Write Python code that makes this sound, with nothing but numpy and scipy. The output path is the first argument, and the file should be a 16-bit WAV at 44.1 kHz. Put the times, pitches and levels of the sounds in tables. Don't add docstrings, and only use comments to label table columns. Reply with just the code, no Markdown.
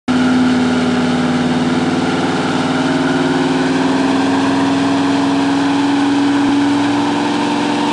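import sys
import numpy as np
from scipy import signal
from scipy.fft import rfft, irfft, next_fast_len
from scipy.io import wavfile
from scipy.ndimage import uniform_filter1d, map_coordinates

SR = 44100
rng = np.random.default_rng(int(sys.argv[2]) if len(sys.argv) > 2 else 0)


def int16_out(signal):
    q = np.round(np.clip(np.atleast_2d(signal).T, -1, 1) * 32767)
    wavfile.write(sys.argv[1], SR, q.astype(np.int16))


N = 349272
TIME = np.arange(N) / SR


def gain_of(db):
    return 10 ** (np.asarray(db) / 20)


def unit_rms(x):
    return x / np.sqrt(np.mean(x ** 2) + 1e-20)


def curves(rows):
    time_s, *columns = np.transpose(rows)
    return [np.interp(TIME, time_s, column) for column in columns]


def wander(rate_hz):
    size, control_hz = 4096, 400
    hz = np.fft.rfftfreq(size, 1 / control_hz)
    slow = irfft(rfft(rng.standard_normal(size)) * np.exp(-(hz / rate_hz) ** 2))
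    return np.interp(TIME * control_hz, np.arange(size), unit_rms(slow))


def turbulence(spectrum, envelope):
    hz, db = np.transpose(spectrum)
    size = next_fast_len(N)
    colour = gain_of(np.interp(np.log(np.fft.rfftfreq(size, 1 / SR) + 1), np.log(hz), db))
    source = rng.standard_normal(N) * envelope
    return unit_rms(irfft(rfft(source, size) * colour, size)[:N])


def resonate(x, hz, width_hz):
    carrier = np.exp(2j * np.pi * np.cumsum(hz) / SR)
    pole = np.exp(-np.pi * width_hz / SR)
    smoothed = signal.lfilter([(1 - pole) ** 2], [1, -2 * pole, pole * pole], x / carrier)
    return 2 * (carrier * smoothed).real


def puffs(cycles, depth, uneven_db):
    near_bank = np.array([1, 0, 0, 1, 0, 1, 1, 0])
    firing, age = np.divmod(8 * (cycles + 1), 1)
    firing = firing.astype(int)
    strength_db = uneven_db * (rng.standard_normal(4096)[firing] + 2 * near_bank[firing % 8])
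    return 1 + depth * gain_of(strength_db) * np.exp(-age / 0.66)


# time_s, spacing_hz
GROUND_COMB = [(0, 742), (2.5, 735), (3.3, 764), (3.8, 816), (4.5, 852), (5.3, 821), (6.7, 781), (7.9, 815)]
def asphalt_echo(x, strength=0.42, dull_hz=4200):
    spacing_hz, = curves(GROUND_COMB)
    dulled = signal.filtfilt(*signal.butter(1, dull_hz, fs=SR), x)
    echo = map_coordinates(dulled, [np.arange(N) - SR / spacing_hz], order=3)
    return (x + strength * echo) / np.sqrt(1 + strength ** 2 / 2)


# frequency_hz, density_db
FAN_SPECTRUM = [(900, -31), (1800, -9.5), (2300, -1.5), (3000, 0), (3800, -2.5), (4800, -7), (6300, -12.5),
                (8000, -14), (10000, -20.5)]
# time_s, level_db
FAN_LEVEL = [(.2, -28), (1.6, -30), (2.4, -29), (4.4, -28), (6.6, -29), (7.5, -28.5)]
def fan(cycles):
    level_db, = curves(FAN_LEVEL)
    gain = gain_of(level_db + 0.63 * wander(25))
    return gain * turbulence(FAN_SPECTRUM, puffs(cycles, depth=0.18, uneven_db=2.5))


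# time_s, pitch_hz, level_db
SQUEAL_TONE = [(3, 853, -61), (4, 896, -44), (5.2, 878, -37), (5.8, 835, -27), (6.4, 857, -33),
               (6.85, 895, -30.5), (7.9, 920, -24.5)]
def tyre_squeal(pitch_spread=0.035, flutter_db=1.0):
    pitch_hz, level_db = curves(SQUEAL_TONE)
    phase = 2 * np.pi * np.cumsum(pitch_hz * (1 + pitch_spread * wander(104.3))) / SR
    tone = np.cos(phase) + gain_of(-12) * np.cos(3 * phase) + gain_of(-14) * np.cos(4 * phase)
    return gain_of(level_db) * unit_rms(tone * gain_of(flutter_db * wander(60)))


# frequency_hz, density_db
SCRUB_SPECTRUM = [(400, -28), (620, -8.5), (760, -5.5), (880, -3.5), (1000, 0), (1150, -5), (1600, -18.5),
                  (4000, -48.5)]
# time_s, relative_level_db
SCRUB_LEVEL = [(1, -29), (3.1, -24.5), (3.55, -25.5), (3.9, -22), (4.7, -22.5), (5.6, -23.5), (6.75, -24),
               (7.2, -24.5), (7.9, -24.5)]
def tyre_scrub(trim_db=-2.5, grab_db=0.8):
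    level_db, = curves(SCRUB_LEVEL)
    grip = gain_of(grab_db * wander(32))
    return gain_of(level_db + trim_db) * turbulence(SCRUB_SPECTRUM, grip)


# frequency_hz, density_db
GAS_SPECTRUM = [(20, -22), (60, -15.5), (130, -10), (280, 5.5), (400, 6), (520, -3.5), (680, -0.5),
                (1000, -8), (1200, 0), (1400, -4), (1700, -1.5), (2000, -6), (3000, -32.5), (8000, -37.5)]
# time_s, relative_level_db
RASP_LEVEL = [(.2, -3), (1.6, -9.5), (3.1, -2), (3.8, -8.5), (5.3, -12), (6.2, -6), (7.9, -15.5)]
def exhaust_rush(cycles, gas_db=1.0, rasp_width_hz=190, sag_db_per_s=0.24):
    spacing_hz, = curves(GROUND_COMB)
    rasp_db, = curves(RASP_LEVEL)
    flow = puffs(cycles, depth=0.78, uneven_db=0.5)
    gas = gain_of(gas_db) * turbulence(GAS_SPECTRUM, flow)
    rasp_hz = 1.888 * spacing_hz
    rasp = unit_rms(resonate(rng.standard_normal(N) * flow, rasp_hz, rasp_width_hz))
    level_db = -25.5 - sag_db_per_s * TIME + 0.75 * wander(13)
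    return gain_of(level_db) * (gas + gain_of(rasp_db) * rasp)


BOOM_ORDER = 13
def partial(cycles, order, level_db, drift_rad=0.4, dispersion_rad=0.58):
    lag = dispersion_rad * (order - BOOM_ORDER) ** 2 + drift_rad * wander(0.55)
    return np.sqrt(2) * gain_of(level_db) * np.cos(2 * np.pi * order * cycles - lag)


def order_mix(table, cycles, rpm, level_db, waver_db, low_rpm=2237, high_rpm=2656):
    revs = np.clip((rpm - low_rpm) / (high_rpm - low_rpm), 0, 1)
    mix = np.zeros(N)
    for order, low_db, high_db in table:
        order_db = level_db + low_db + revs * (high_db - low_db) + waver_db * wander(0.9)
        mix += partial(cycles, order, order_db, drift_rad=0.31)
    return mix


# time_s, level_db
HUM_LEVEL = [(.2, -33.5), (1.9, -36), (3.7, -39.5), (4.6, -33), (5.9, -38), (6.9, -32), (7.9, -48)]
# time_s, level_db
OVERTONE_LEVEL = [(.2, -35.5), (1.1, -32), (2.3, -40), (2.9, -29.5), (3.3, -31.5), (3.7, -41), (3.9, -31),
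                  (5.1, -28.5), (5.6, -33.5), (6.1, -47), (7.2, -34.5)]
def hum_and_overtone(cycles, hum_order=5, overtone_order=32):
    hum_db, = curves(HUM_LEVEL)
    overtone_db, = curves(OVERTONE_LEVEL)
    return partial(cycles, hum_order, hum_db) + partial(cycles, overtone_order, overtone_db)


# order, level_db, depth_ratio, mode_spacing_hz
SWELLING_ORDERS = [(10, -31.5, 0.5, 16.0), (16, -32, 0.3, 35.5), (22, -36.5, 1, 35.4), (27, -40.5, .6, 43)]
def swells(cycles, rpm):
    cycle_hz = rpm / 120
    mix = np.zeros(N)
    for order, level_db, depth, spacing_hz in SWELLING_ORDERS:
        response = abs(1 + depth * np.exp(2j * np.pi * order * cycle_hz / spacing_hz))
        mix += partial(cycles, order, level_db) * unit_rms(response)
    return mix


# order, low_revs_db, high_revs_db
BURBLE_ORDERS = [(3, -54, -54), (6, -46.5, -36.5), (7, -38, -49.5), (8, -28, -34), (9, -29.5, -43.5),
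                 (11, -58, -33.5), (12, -42.5, -48), (15, -30, -46), (17, -35.5, -39), (19, -38, -49.5),
                 (20, -40, -54), (21, -31.5, -34.5), (23, -33, -45), (26, -37, -42), (33, -41.5, -55),
                 (35, -43.5, -39.5), (37, -41.5, -36), (38, -40.5, -40.5), (39, -38, -45),
                 (40, -35.5, -41.5), (41, -50, -37), (42, -34, -45.5), (43, -45, -43.5), (45, -35.5, -38)]
def burble(cycles, rpm):
    return order_mix(BURBLE_ORDERS, cycles, rpm, level_db=0, waver_db=2.14)


# time_s, level_db
BOOM_LEVEL = [(.15, -13.5), (.4, -11), (.75, -16), (1.7, -17.5), (2.3, -25), (2.8, -18.5), (3.3, -18.5),
              (4.1, -15.5), (5.6, -15), (6.6, -12.5), (7.25, -19.7)]
# time_s, level_db
THROB_LEVEL = [(.3, -32.5), (.75, -35), (1.5, -31), (2.2, -25.5), (2.72, -29.5), (2.9, -25.5), (3.4, -24.5),
               (4.2, -28.5), (5.1, -37), (7.9, -37)]
# order, low_revs_db, high_revs_db
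THROB_ORDERS = [(14, -0.5, 3.5), (18, 1.5, -2)]
def boom(cycles, rpm, shake=0.031):
    boom_db, = curves(BOOM_LEVEL)
    throb_db, = curves(THROB_LEVEL)
    main_tone = partial(cycles, BOOM_ORDER, boom_db, drift_rad=0.099)
    side_tones = order_mix(THROB_ORDERS, cycles, rpm, throb_db, waver_db=1.5)
    return (main_tone + side_tones) * (1 + shake * wander(63))


def lope(cycles, depth=0.18, centre_cycles=0.57, width_cycles=0.15):
    return 1.05 - depth * np.exp(-((cycles % 1 - centre_cycles) / width_cycles) ** 2)


# time_s, speed_rpm
ENGINE_SPEED = [(0.1, 2315), (0.35, 2336), (0.65, 2303), (0.9, 2286), (1.2, 2285), (1.7, 2293),
                (2.15, 2308), (2.55, 2342), (2.9, 2384), (3.55, 2418), (3.95, 2461), (4.3, 2501),
                (5.05, 2556), (5.35, 2553), (5.95, 2599), (6.55, 2615), (7.2, 2670), (7.9, 2696)]
def crank(jitter_cycles=0.00076, skip_at_s=6.491, skip_cycles=0.03, skip_length_s=0.00099):
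    rpm, = curves(ENGINE_SPEED)
    skip = skip_cycles * np.clip((TIME - skip_at_s) / skip_length_s + 0.5, 0, 1)
    cycles = np.cumsum(rpm / 120) / SR + jitter_cycles * wander(14) - skip
    return cycles, rpm


def scene():
    cycles, rpm = crank()
    throbbing = lope(cycles) * (boom(cycles, rpm) + burble(cycles, rpm))
    note = throbbing + swells(cycles, rpm) + hum_and_overtone(cycles)
    roar = exhaust_rush(cycles) + fan(cycles) + tyre_scrub()
    return (note + asphalt_echo(roar) + tyre_squeal())[None]


def record(dry, target_db=-14, squeeze=0.32, smooth_s=0.2, start_s=0.0803, cutoff_hz=10130):
    power_db = 10 * np.log10(uniform_filter1d(dry[0] ** 2, int(smooth_s * SR)) + 1e-12)
    levelled = dry * gain_of(squeeze * (target_db - power_db))
    onset = np.clip((TIME - start_s) / 0.0025 + 0.5, 0, 1)
    low_pass = signal.firwin(801, cutoff_hz, window=("kaiser", 9), fs=SR)
    return signal.oaconvolve(levelled * onset, low_pass[None], "same")


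dry = scene()
out = record(dry)
int16_out(out)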